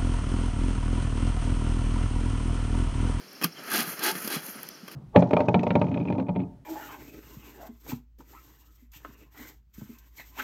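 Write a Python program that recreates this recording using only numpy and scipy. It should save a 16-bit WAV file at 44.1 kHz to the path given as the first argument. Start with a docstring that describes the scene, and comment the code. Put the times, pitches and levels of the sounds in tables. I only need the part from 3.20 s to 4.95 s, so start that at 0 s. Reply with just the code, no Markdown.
"""A bee smoker is worked on a yard table. Filtered noise makes the hush of the yard, where gliding tones
chirp as small far birds; the hinge ticks as the lid is tilted, and the tin lid scrapes and clanks as
noise bursts over decaying modes. The hand bellows flaps softly in struck low tones, draws air back in
as gated noise, and between these breaths blows three puffs of resonant noise through the fire pot.
Late on, its air valve squeaks shut in a falling whistle."""
import sys
import numpy as np
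from scipy.fft import rfft, irfft, next_fast_len
from scipy.io import wavfile
from scipy.ndimage import map_coordinates

SR = 44100
rng = np.random.default_rng(int(sys.argv[2]) if len(sys.argv) > 2 else 0)


def master_out(mix):
    """Clip the mix to full scale and print it as 16-bit PCM to the path in sys.argv[1]."""
    frames = np.transpose(np.atleast_2d(mix))
    ceiling = np.clip(frames, -1, 1)
    pcm = np.round(ceiling * 32767).astype(np.int16)
    wavfile.write(sys.argv[1], SR, pcm)


N = 77175  # samples, 1.75 s


def amp(db):
    """Logarithmic level: decibels to amplitude gain."""
    return 10 ** (np.asarray(db) / 20)


def unit(x):
    """Normalisation: scales the signal to rms 1."""
    return x / np.sqrt(np.mean(x ** 2) + 1e-20)


def since(start):
    """Causality: seconds elapsed since start, zero before it."""
    return np.maximum(np.arange(N) / SR - start, 0)


def filtered(x, response):
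    """Linear filtering: multiplies the spectrum by a response of frequency."""
    size = next_fast_len(N + SR // 2)  # padded against wrap-around
    spectrum = rfft(x, size) * response(np.fft.rfftfreq(size, 1 / SR))
    return irfft(spectrum, size)[:N]


def coloured(x, points):
    """Spectral shaping: a curve through (Hz, dB) points on a log frequency axis, then rms 1."""
    f, db = np.transpose(points)
    return unit(filtered(x, lambda hz: amp(np.interp(np.log(hz + 1), np.log(f + 1), db))))


def noise(points):
    """Turbulence: fresh random noise of the given colour."""
    return coloured(rng.standard_normal(N), points)


def resonant(modes):
    """Cavity resonance: noise through squared second-order peaks (Hz, width in Hz at -6 dB, dB)."""
    def response(f):
        peaks = [amp(db) * abs(f * width / (centre * centre - f * f + 1j * f * width)) ** 2
                 for centre, width, db in modes]
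        return sum(peaks)
    return unit(filtered(rng.standard_normal(N), response))


def wobble(rate):
    """Random modulation: a smooth curve through normal knots, rate of them a second."""
    return map_coordinates(rng.standard_normal(N // 10), [np.arange(N) * rate / SR], mode="wrap")


def swell(on, off, rise, fall):
    """Flow inertia: air builds and dies away smoothly, each edge at half strength at on and off."""
    t = np.arange(N) / SR
    opening = (1 + np.tanh((t - on) / rise / 2)) / 2
    closing = (1 - np.tanh((t - off) / fall / 2)) / 2
    return opening * closing


def struck(start, attack, t60):
    """Damped impact: quick attack and exponential decay, 60 dB in t60 seconds."""
    t = since(start)
    return (1 - np.exp(-t / attack)) * np.exp(-np.log(1000) * t / t60)


def tone(start, hz, attack, t60):
    """Modal vibration: one struck sine, slightly rough through random phase."""
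    mode_rough = 0.45  # radians at each knot
    phase = 2 * np.pi * hz * since(start) + mode_rough * wobble(150)
    return struck(start, attack, t60) * np.sin(phase)


def glide(start, length, from_hz, to_hz, db, waver):
    """Frequency modulation: a short, slightly unsteady whistle on a straight pitch path."""
    u = np.minimum(since(start) / length, 1)
    hz = (from_hz + (to_hz - from_hz) * u) * (1 + waver * wobble(400))
    envelope = np.sqrt(2 * abs(np.sin(np.pi * u)))
    return amp(db) * envelope * np.sin(2 * np.pi * np.cumsum(hz) / SR)


def low_cut(x):
    """Radiation efficiency: small parts radiate almost no deep bass."""
    low_cut_hz = 150
    return filtered(x, lambda hz: 1 - 1 / (1 + (hz / low_cut_hz) ** 6))


# Spectrum of the yard's hush. Each row: frequency in Hz, level in dB.
YARD_SPECTRUM = [(25, -42), (70, -18), (110, -14.5), (170, -2), (330, -1.5), (600, -8), (1000, -14),
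                 (1250, -7), (2100, -12), (3800, -13.5), (5300, -9.5), (8000, -28), (10500, -20.5),
                 (13200, -17.5), (15500, -34)]
# Notes of the far birds. Each row: start in seconds, length in seconds, first pitch in Hz,
# last pitch in Hz, level in dB before the flutter.
BIRD_NOTES = [(.08, 0.018, 5450, 5400, -53), (.112, .02, 5450, 5300, -51.5),
              (0.148, 0.022, 5500, 5350, -50.5), (0.319, 0.016, 5400, 5480, -49.5),
              (0.355, 0.045, 3250, 2930, -50.5), (.384, 0.014, 5500, 5400, -49.5),
              (.772, .016, 5480, 5420, -47.5), (1.466, .016, 6100, 5850, -54),
              (1.502, 0.024, 6150, 5300, -54), (1.536, 0.026, 6250, 5400, -53.5)]
YARD_DB, YARD_SWAY_DB, CHIRP_FLUTTER_DB = -49.5, .8, 3


def yard():
    """Ambient field and scattering: a swaying hush, and far birds' notes broken by the foliage."""
    hush = amp(YARD_DB + YARD_SWAY_DB * wobble(11.6)) * noise(YARD_SPECTRUM)
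    birds = sum(glide(*row, waver=0.02) for row in BIRD_NOTES)
    flutter = amp(CHIRP_FLUTTER_DB * np.tanh(wobble(200)))
    return hush + birds * flutter


# Spectrum of a bright metal click, also heard in the lid. Each row: frequency in Hz, level in dB.
CLICK_SPECTRUM = [(1000, -25), (5000, -6.5), (8500, -19), (11000, -5.5), (13000, -3), (15500, -18.5)]
# Slips of the hinge. Each row: start in seconds, level in dB.
HINGE_SLIPS = [(.131, -37), (.437, -37), (1.265, -33), (1.431, -25.5), (1.4882, -25.5), (1.73, -40)]
HINGE_HZ, HINGE_DB = 12840, 1  # the hinge's own ring, dB relative to the slip
TICK_ATTACK_S, TICK_T60_S = 0.00071, 0.0095


def ticks():
    """Stick-slip: each slip of the hinge gives a bright click and a very short ring."""
    bright = noise(CLICK_SPECTRUM)
    out = np.zeros(N)
    for start, db in HINGE_SLIPS:
        click = bright * struck(start, TICK_ATTACK_S, TICK_T60_S)
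        hinge = amp(HINGE_DB) * tone(start, HINGE_HZ, TICK_ATTACK_S, TICK_T60_S)
        out += amp(db) * (click + hinge)
    return out


CONTACT_S = 0.0011  # attack of a tin contact
# Modes of the tin. Each row: frequency in Hz, level in dB, 60 dB decay time in seconds.
TIN_MODES = [(1206, -1, .05), (1560, -5, .035), (2540, -9, .03), (3198, -7, .05), (5416, -11, .035)]


def ring(start):
    """Modal superposition: the tin's modes, in a new random balance at every blow."""
    return sum(amp(db + rng.normal(0, 1.5)) * tone(start, hz, CONTACT_S, t60)
               for hz, db, t60 in TIN_MODES)


# Spectrum of the tin's scrape. Each row: frequency in Hz, level in dB.
SCRAPE_SPECTRUM = [(100, 6), (300, 11), (700, -4.5), (1300, -3), (1900, -0.5), (2600, -0.5), (3900, -10),
                   (5500, -11), (8000, -18), (15000, -19)]
# Knocks of the tin lid and pot. Each row: start in seconds, level in dB, bright part in dB
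# relative to that level, 60 dB decay time in seconds.
TIN_KNOCKS = [(0.2134, -25.5, -10, 0.02), (0.2198, -29.5, -4.5, 0.033), (0.2253, -20, -12, 0.019),
              (0.2346, -24, 0, 0.03), (0.2409, -18, 3.5, 0.021), (0.2458, -28.5, -6.5, 0.11),
              (0.605, -24.5, 10.5, 0.015), (0.792, -33, 6.5, 0.026), (0.952, -29, -5, 0.042),
              (1.044, -41, 8.5, 0.086), (1.0751, -29.5, 7, 0.031), (1.168, -28.5, -21, 0.027),
              (1.6791, -29.5, -2.5, 0.014), (1.6835, -30.5, -5, 0.011), (1.713, -43, -1, 0.12)]
# Short notes where the tin catches and clacks. Each row: start in seconds, pitch in Hz, level in dB.
TIN_CLACKS = [(.2255, 1150, -23), (.2345, 2560, -12), (.236, 5300, -19), (.517, 1240, -17.5),
              (.5175, 1650, -16.5)]
RING_DB, GRIT_DB = -7.5, 5  # ring relative to its knock; greatest swing of the grit either way
CLANK_S, CLANK_WIDTH_S = .2444, .0010  # centre and 1/e half-width of the clank
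CLANK_DB, CLANK_RING_DB = -19.5, -22  # the rim hits home: its crack and its ring
CLACK_ATTACK_S, CLACK_T60_S = .004, .03


def lid():
    """Friction and impact: short gritty scrapes ring the hand-damped tin, which clacks where it catches."""
    grit = amp(GRIT_DB * np.tanh(wobble(1200)))
    body = unit(noise(SCRAPE_SPECTRUM) * grit)
    bright = noise(CLICK_SPECTRUM)
    crack = np.exp(-((since(0) - CLANK_S) / CLANK_WIDTH_S) ** 2) * bright
    out = amp(CLANK_DB) * crack + amp(CLANK_RING_DB) * ring(CLANK_S)
    for start, db, treble_db, t60 in TIN_KNOCKS:
        scrape = struck(start, CONTACT_S, t60) * (body + amp(treble_db) * bright)
        out += amp(db) * (scrape + amp(RING_DB) * ring(start))
    for start, hz, db in TIN_CLACKS:
        out += amp(db) * tone(start, hz, CLACK_ATTACK_S, CLACK_T60_S)
    return out


# Flaps of the bellows' folds. Each row: start in seconds, pitch in Hz, level in dB,
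# 60 dB decay time in seconds.
FOLD_FLAPS = [(0.2449, 275, -14, 0.023), (0.244, 165.3, -15.5, 0.11), (.583, 233, -28, 0.22),
              (0.611, 159, -30, 0.13), (0.674, 169, -28, 0.12), (0.921, 176, -30, 0.13),
              (0.953, 179, -28, 0.11), (1.045, 217, -26, 0.08), (1.164, 158.3, -21, 0.085),
              (1.286, 206, -34, 0.083), (1.354, 209, -34, 0.083), (1.632, 187, -30.5, 0.065)]
FLAP_ATTACK_S = 0.0028


def flaps():
    """Membrane vibration: the folds of the bellows flap in soft, low, damped thumps."""
    return sum(amp(db) * tone(start, hz, FLAP_ATTACK_S, t60) for start, hz, db, t60 in FOLD_FLAPS)


# Spectrum of the air rushing in. Each row: frequency in Hz, level in dB.
INTAKE_SPECTRUM = [(76, -55), (130, -3.5), (330, -1), (1060, -6.5), (1310, 0.5), (3320, -9.5),
                   (3680, -13.5), (4160, -9), (6730, -16.5), (8000, -25), (10400, -67)]
# Spectrum of the valve's hiss, also the colour of the crackle. 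Each row: frequency in Hz, level in dB.
HISS_SPECTRUM = [(4000, -26), (6500, -5), (8300, -21), (10300, 1.5), (11700, -5), (13000, 3), (15500, -16)]
# Breaths drawn back in. Each row: half up in seconds, half down in seconds, rush in dB, hiss in dB.
BREATHS = [(0.37, 0.466, -43.5, -56.5), (0.476, 0.505, -36.5, -39.5), (0.66, 0.748, -38.5, -37),
           (0.784, 0.81, -35, -41.5), (0.934, 1.092, -42, -40), (1.232, 1.32, -55.5, -44.5),
           (1.165, 1.48, -50, -53.5)]
INTAKE_RISE_S, INTAKE_FALL_S = 0.011, 0.014


def intakes():
    """Turbulent inflow: the bellows refills with a softer rush and a thin hiss at the valve."""
    rush = noise(INTAKE_SPECTRUM) * amp(1.4 * wobble(59.97))
    hiss = noise(HISS_SPECTRUM) * amp(1.2 * wobble(150))
    out = np.zeros(N)
    for on, off, rush_db, hiss_db in BREATHS:
        flow = swell(on, off, INTAKE_RISE_S, INTAKE_FALL_S)
        out += flow * (amp(rush_db) * rush + amp(hiss_db) * hiss)
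    return out


# Spectrum of the blown air. Each row: frequency in Hz, level in dB.
PUFF_SPECTRUM = [(71, -57), (120, -21), (212, -13), (367, 0.5), (552, -14.5), (846, -9.5), (917, -18.5),
                 (1590, -5), (2290, -8), (3300, -8), (3660, -7), (4670, -9), (8080, -19), (12900, -9),
                 (15500, -33)]
# Air modes of the fire pot. Each row: frequency in Hz, width in Hz at -6 dB, level in dB.
POT_MODES = [(808, 270, -4), (1250, 170, -1), (1614, 110, 3), (2516, 47, -4.5), (3320, 124, -3.5),
             (4040, 780, -9.5)]
# Squeezes of the bellows. Each row: half up in seconds, half down in seconds, rise in seconds,
# fall in seconds, level in dB, boom pitch in Hz, boom level in dB.
SQUEEZES = [(0.515, 0.625, .014, 0.021, -27, 230, -40), (0.827, 0.916, 0.0088, 0.011, -27, 354, -35.5),
            (1.106, 1.164, 0.013, 0.02, -28, 307, -39.5)]
# The nozzle singing in the second puff. 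One row: start in seconds, length in seconds,
# first pitch in Hz, last pitch in Hz, level in dB.
NOZZLE_WHISTLE = (.852, .08, 830, 890, -37)
POT_DB, BOOM_WIDTH_HZ = -6, 91
TREBLE_GROWS = 1.46  # exponent of flow for the treble
FLUTTER_DB, GUST_DB = 0.66, 1.8  # dB per unit of wobble; the body flutters more than its hiss
CRACKLE_PER_S, CRACKLE_DB = 470, -6  # dry fuel in the draught, dB relative to the puff


def puffs():
    """Turbulence and resonance: air rushes through fuel, brighter with flow, sounding pot and bellows."""
    air = low_cut(noise(PUFF_SPECTRUM))
    low = filtered(air, lambda hz: 1 / (1 + (hz / 3500) ** 2))
    treble = air - low
    pot = amp(POT_DB) * resonant(POT_MODES)
    gusts = amp(GUST_DB * wobble(110))
    snaps = (rng.random(N) < CRACKLE_PER_S / SR) * rng.standard_normal(N)
    crackle = amp(CRACKLE_DB) * coloured(snaps, HISS_SPECTRUM)
    out = np.zeros(N)
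    for on, off, rise, fall, db, boom_hz, boom_db in SQUEEZES:
        flow = swell(on, off, rise, fall)
        body = flow * (gusts * (low + pot) + crackle)
        out += amp(db) * (body + flow ** TREBLE_GROWS * treble)
        out += amp(boom_db) * flow * resonant([(boom_hz, BOOM_WIDTH_HZ, 0)])
    return out * amp(FLUTTER_DB * wobble(130)) + glide(*NOZZLE_WHISTLE, waver=0.0048)


# Path of the squeak as the air valve shuts. Each row: time in seconds, pitch in Hz,
# level in dB, both before random wavering.
VALVE_SQUEAK = [(1.284, 13550, -52), (1.315, 13000, -39.5), (1.336, 12150, -58), (1.356, 10400, -48),
                (1.386, 8950, -62)]


def squeak():
    """Frequency modulation: a thin, wavering, falling whistle as the air valve shuts."""
    t = np.arange(N) / SR
    times, hz, db = np.transpose(VALVE_SQUEAK)
    pitch = np.interp(t, times, hz) * (1 + .007 * wobble(600))
    level = amp(np.interp(t, times, db) + 2.5 * wobble(200))
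    sounding = (t > times[0]) * (t < times[-1])
    return sounding * level * np.sin(2 * np.pi * np.cumsum(pitch) / SR)


def scene():
    """Superposition: the smoker close by, the yard behind."""
    metal_and_folds = low_cut(ticks() + lid() + flaps())
    return (yard() + metal_and_folds + intakes() + puffs() + squeak())[None]


# Narrow notches of the microphone. Each row: frequency in Hz, width in Hz at -6 dB.
NOTCHES = [(3710, 240), (7850, 276), (11750, 370)]
TOP_HZ = 15800  # band limit


def record(dry):
    """Transducer response: the microphone has three narrow notches and a band limit."""
    def response(f):
        notches = [(f - hz) ** 2 / ((f - hz) ** 2 + (width / 2) ** 2) for hz, width in NOTCHES]
        return np.prod(notches, axis=0) * (f < TOP_HZ)
    return filtered(dry[0], response)[None]


dry = scene()
out = record(dry)
master_out(out)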